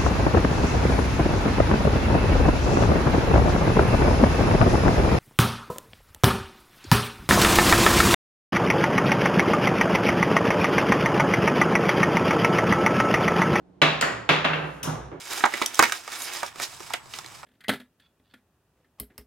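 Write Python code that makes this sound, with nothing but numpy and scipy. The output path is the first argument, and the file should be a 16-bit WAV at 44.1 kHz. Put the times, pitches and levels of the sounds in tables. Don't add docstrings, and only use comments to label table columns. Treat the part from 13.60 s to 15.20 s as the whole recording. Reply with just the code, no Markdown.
import sys
import numpy as np
from scipy import signal
from scipy.fft import rfft, irfft, next_fast_len
from scipy.io import wavfile

SR = 44100
rng = np.random.default_rng(int(sys.argv[2]) if len(sys.argv) > 2 else 0)


def unload_audio(sound):
    columns = np.transpose(np.atleast_2d(sound))
    steps = np.round(np.clip(columns, -1, 1) * 32767)
    wavfile.write(sys.argv[1], SR, steps.astype(np.int16))


N = 70560
TIME = np.arange(N) / SR

# frequency_hz, level_db
BALL_TONE = [(25, -36), (40, -25), (70, -8), (110, -6.5), (160, 3), (215, 0), (280, 5), (500, 8), (800, 7),
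             (1300, 10), (2400, 9), (3600, 5.5), (5200, -4.5), (7200, -6), (8500, -12.5), (11000, -2.5),
             (15500, -13)]
# start_s, level_db, cutoff_hz, cabinet_db, crack_db, part_hz, part_db
KNOCKS = [(0.2168, -6, 4600, -47, 3, 2650, 5), (0.2201, -1.5, 4400, 0.5, -2, 3920, 7),
          (0.4249, -4.5, 1940, -9, -1.5, 1920, 6), (0.6907, -0.5, 4140, -3.5, -5.5, 2300, 1),
          (0.8448, -13, 3460, -6, 1.5, 2700, 12), (0.8497, -6.5, 2900, -3.5, -0.5, 1180, -0.5),
          (0.9337, -13, 2780, -6, -2.5, 2726, 11.5), (1.515, -20.5, 930, -4, -11, 337, 10.5)]
def ball_knocks(gain_db=18.5, width_hz=200):
    out = 0
    for start_s, level_db, cutoff_hz, cabinet_db, crack_db, part_hz, part_db in KNOCKS:
        def tone_db(hz):
            resonance_db = part_db / (1 + (2 * (hz - part_hz) / width_hz) ** 2)
            return gain_db + at_hz(BALL_TONE, hz) + softness(hz, cutoff_hz) + resonance_db
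        knock = coloured(blow(crack_db), tone_db)
        boom = from_db(cabinet_db) * cabinet(cutoff_hz)
        out += from_db(level_db) * starting(knock + boom, start_s)
    return out


# pitch_hz, level_db, t60_s
CABINET_MODES = [(62.3, -30.5, 4.8), (153.26, -2.5, 0.61), (179.6, -7, 0.19), (270, -4, 0.29),
                 (331, -1.5, 0.15), (407, -12.5, 0.43), (508.3, -10.5, 0.44), (579, -7, 0.38),
                 (667.4, -8, 0.41), (783, -13.5, 0.46), (966, -8.5, 0.35), (1109, -4, 0.26),
                 (1191, -1.5, 0.2), (1870, -8, 0.21), (2226, -6.5, 0.28), (2635, -8, 0.27),
                 (2660, -8, 0.61), (3365, -6.5, .45)]
def cabinet(cutoff_hz, gain_db=-18, rise_s=0.0041):
    out = 0
    for i, (pitch_hz, level_db, t60_s) in enumerate(CABINET_MODES):
        gain = from_db(gain_db + level_db + softness(pitch_hz, cutoff_hz))
        out += (-1) ** i * gain * ring(pitch_hz, t60_s)
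    return out * rise(rise_s)


# time_s, level_db
ROLL_LEVEL = [(.86, 2), (.95, -1), (1.0, 4.5), (1.07, -6), (1.11, -21), (1.25, -7), (1.45, -20), (1.6, -32)]
def ball_roll(taps_per_s=230, spread_db=3, tap_db=-8, cutoff_hz=1250, cabinet_db=-25):
    taps = (rng.random(N) < taps_per_s / SR) * rng.choice([-1, 1], N)
    taps = taps * from_db(rng.normal(0, spread_db, N)) * in_time(ROLL_LEVEL)
    tap = coloured(blow(crack_db=4), lambda hz: tap_db + at_hz(BALL_TONE, hz) + softness(hz, cutoff_hz))
    rumble = from_db(cabinet_db) * cabinet(cutoff_hz=200)
    return signal.fftconvolve(taps[None], tap + rumble, axes=1)[:, :N]


# pitch_hz, level_db, t60_s
ROD_MODES = [(4540, -27.5, 0.044), (6950, -22, .025), (7500, -21, 0.012)]
PING_DB = {"ringing": 7.5, "snapping": -16}
CLICK_TONE = {"ringing": [(100, -26), (400, 7), (750, 1), (1400, 10.5), (2000, -3), (2900, 6), (3800, -7.5),
              (4450, 3), (4900, -1.5), (5600, -3.5), (6100, -9.5), (6700, 0), (7350, 0), (8000, -5),
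              (9000, -11.5), (12000, -6.5), (14000, -22), (15500, -15)], "snapping": [(100, -37),
              (400, -24), (1300, -12), (2200, -3), (2800, 0), (3800, -1.5), (4400, -10.5), (5000, -3),
              (5900, 3.5), (7000, -1), (8400, -9), (9100, 1.5), (10000, -2), (11200, -5.5), (12100, 4),
              (13400, -7), (15500, -6)]}
# start_s, level_db, crack_db, rod
CLICKS = [(0.4112, -9.5, 2, "ringing"), (0.4139, -13, -10, "ringing"), (1.23, -12, -8.5, "snapping")]
def rod_clicks(gain_db=17.5):
    ping = sum(from_db(level_db) * ring(pitch_hz, t60_s) for pitch_hz, level_db, t60_s in ROD_MODES)
    out = 0
    for start_s, level_db, crack_db, rod in CLICKS:
        click = coloured(blow(crack_db), lambda hz: gain_db + at_hz(CLICK_TONE[rod], hz))
        out += from_db(level_db) * starting(click + from_db(PING_DB[rod]) * ping, start_s)
    return out


# frequency_hz, level_db
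RUBBER_TONE = [(40, -16), (70, 1), (140, 12), (220, 3.5), (400, 6), (800, 6.5), (1300, 5.5), (2200, -16),
               (4000, -13), (8000, -54), (16000, -59)]
# start_s, level_db, cabinet_db
BUMPS = [(1.235, -14, 1), (1.2686, -11, 11), (1.2881, -19, 7)]
def rod_bumps(gain_db=20.5, rubber_rise_s=0.0055, grip_t60_s=0.63):
    out = 0
    for start_s, level_db, cabinet_db in BUMPS:
        thud = coloured(blow(crack_db=-7), lambda hz: gain_db + at_hz(RUBBER_TONE, hz))
        boom = from_db(cabinet_db) * decay(grip_t60_s) * cabinet(cutoff_hz=190)
        out += from_db(level_db) * starting(rise(rubber_rise_s) * (thud + boom), start_s)
    return out


# start_s, level_db, pitch_hz, t60_s
STEPS = [(0.525, -32, 115, 0.41), (1.273, -27.5, 113, 0.25), (1.372, -30, 61.4, 0.52)]
def steps(rise_s=0.034):
    out = 0
    for start_s, level_db, pitch_hz, t60_s in STEPS:
        boom = rise(rise_s) * ring(pitch_hz, t60_s)
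        out += from_db(level_db) * starting(boom[None], start_s)
    return out


# frequency_hz, level_db
SLIDE_TONE = [(1000, -19), (4000, 1.5), (7000, 2), (8500, -4), (11500, 4), (13500, -14), (15500, -8)]
# time_s, level_db
SLIDE_LEVEL = [(.85, -100), (.95, -65), (1.05, -62), (1.14, -60), (1.2, -62.5), (1.3, -100)]
def rod_slide():
    return in_time(SLIDE_LEVEL) * steady_noise(SLIDE_TONE)


# frequency_hz, level_db
ROOM_TONE = [(25, -34), (60, -9.5), (95, -15.5), (180, -5), (220, -20), (280, -7), (450, -15), (780, -19.5),
             (1200, -29), (2500, -39.5), (6000, -48.5), (16000, -58)]
def room_tone(noise_db=-56, hum_db=-61, hum_hz=183):
    hum = from_db(hum_db) * np.sin(2 * np.pi * hum_hz * TIME)
    return from_db(noise_db) * steady_noise(ROOM_TONE) + hum


# band_hz, t60_s
ROOM_DECAY = [(60, 2.3), (150, 1.1), (400, .75), (1000, 0.69), (2000, 0.54), (4000, 0.56), (7500, 0.5),
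              (11000, 0.35), (16000, 0.16)]
def room_echo():
    hz = np.fft.rfftfreq(N, 1 / SR)
    spectrum = rfft(diffuse_noise())
    out = 0
    for band_hz, t60_s in ROOM_DECAY:
        band = at_hz([(f, float(f == band_hz)) for f, _ in ROOM_DECAY], hz)
        out += irfft(spectrum * band, N) * decay(t60_s)
    return out


# frequency_hz, correlation
MIC_LIKENESS = [(60, .92), (140, 0.82), (250, 0.82), (500, 0.24), (1000, 0.13), (2000, 0.56), (4000, 0.32),
                (8000, 0.65), (12000, 0.76)]
def diffuse_noise():
    alike = at_hz(MIC_LIKENESS, np.fft.rfftfreq(N, 1 / SR))
    mid, side = rfft(rng.standard_normal((2, N)))
    spectrum = np.sqrt(1 + alike) * mid + np.sqrt(1 - alike) * side * [[1], [-1]]
    return irfft(spectrum / np.sqrt(2), N)


def blow(crack_db, attack_db=5):
    snap = rng.standard_normal(N) * decay(t60_s=0.012)
    crack = diffuse_noise() * decay(t60_s=0.071)
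    return (from_db(attack_db + crack_db) * (snap + crack) + room_echo()) / np.sqrt(SR / 20)


def steady_noise(tone):
    noise = coloured(diffuse_noise(), lambda hz: at_hz(tone, hz))
    return noise / noise.std()


def softness(hz, cutoff_hz):
    return -10 * np.log10(1 + (hz / cutoff_hz) ** 4)


def ring(pitch_hz, t60_s):
    return np.sin(2 * np.pi * pitch_hz * TIME) * decay(t60_s)


def decay(t60_s):
    return np.exp(-np.log(1000) * TIME / t60_s)


def rise(rise_s):
    return 1 - np.exp(-TIME / rise_s)


def from_db(db):
    return 10 ** (np.asarray(db) / 20)


def at_hz(points, hz):
    frequency_hz, values = np.transpose(points)
    return np.interp(np.log(np.maximum(hz, 1)), np.log(frequency_hz), values)


def in_time(points):
    time_s, level_db = np.transpose(points)
    return from_db(np.interp(TIME, time_s, level_db)) * (TIME >= time_s[0])


def starting(x, start_s):
    return np.pad(x, ((0, 0), (int(start_s * SR), 0)))[:, :N]


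def coloured(x, db_at):
    size = next_fast_len(2 * N)
    size += size % 2
    cepstrum = irfft(db_at(np.fft.rfftfreq(size, 1 / SR)) * np.log(10) / 20)
    cepstrum[1:size // 2] *= 2
    cepstrum[size // 2 + 1:] = 0
    return irfft(rfft(x, size) * np.exp(rfft(cepstrum)), size)[..., :N]


# frequency_hz, left_minus_right_db
MIC_BALANCE = [(100, -1.5), (250, -4), (500, -3), (1000, -1.5), (2000, -0.3), (4000, 2.5), (8000, 1)]
def scene(right_lag_s=0.000036):
    mix = ball_knocks() + ball_roll() + rod_clicks() + rod_bumps() + steps() + rod_slide() + room_tone()
    hz = np.fft.rfftfreq(2 * N, 1 / SR)
    balance = from_db(at_hz(MIC_BALANCE, hz) * [[0.5], [-0.5]])
    lag = np.exp(-2j * np.pi * hz * right_lag_s * [[0], [1]])
    return irfft(rfft(mix, 2 * N) * balance * lag)[:, :N]


def record(dry):
    low_cut_hz, high_cut_hz, ceiling = 38, 15900, 0.9
    x = signal.sosfilt(signal.butter(2, low_cut_hz, "high", fs=SR, output="sos"), dry)
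    rounded = x / (1 + (x / ceiling) ** 6) ** (1 / 6)
    return signal.sosfilt(signal.ellip(10, 0.2, 80, high_cut_hz, fs=SR, output="sos"), rounded)


dry = scene()
out = record(dry)
unload_audio(out)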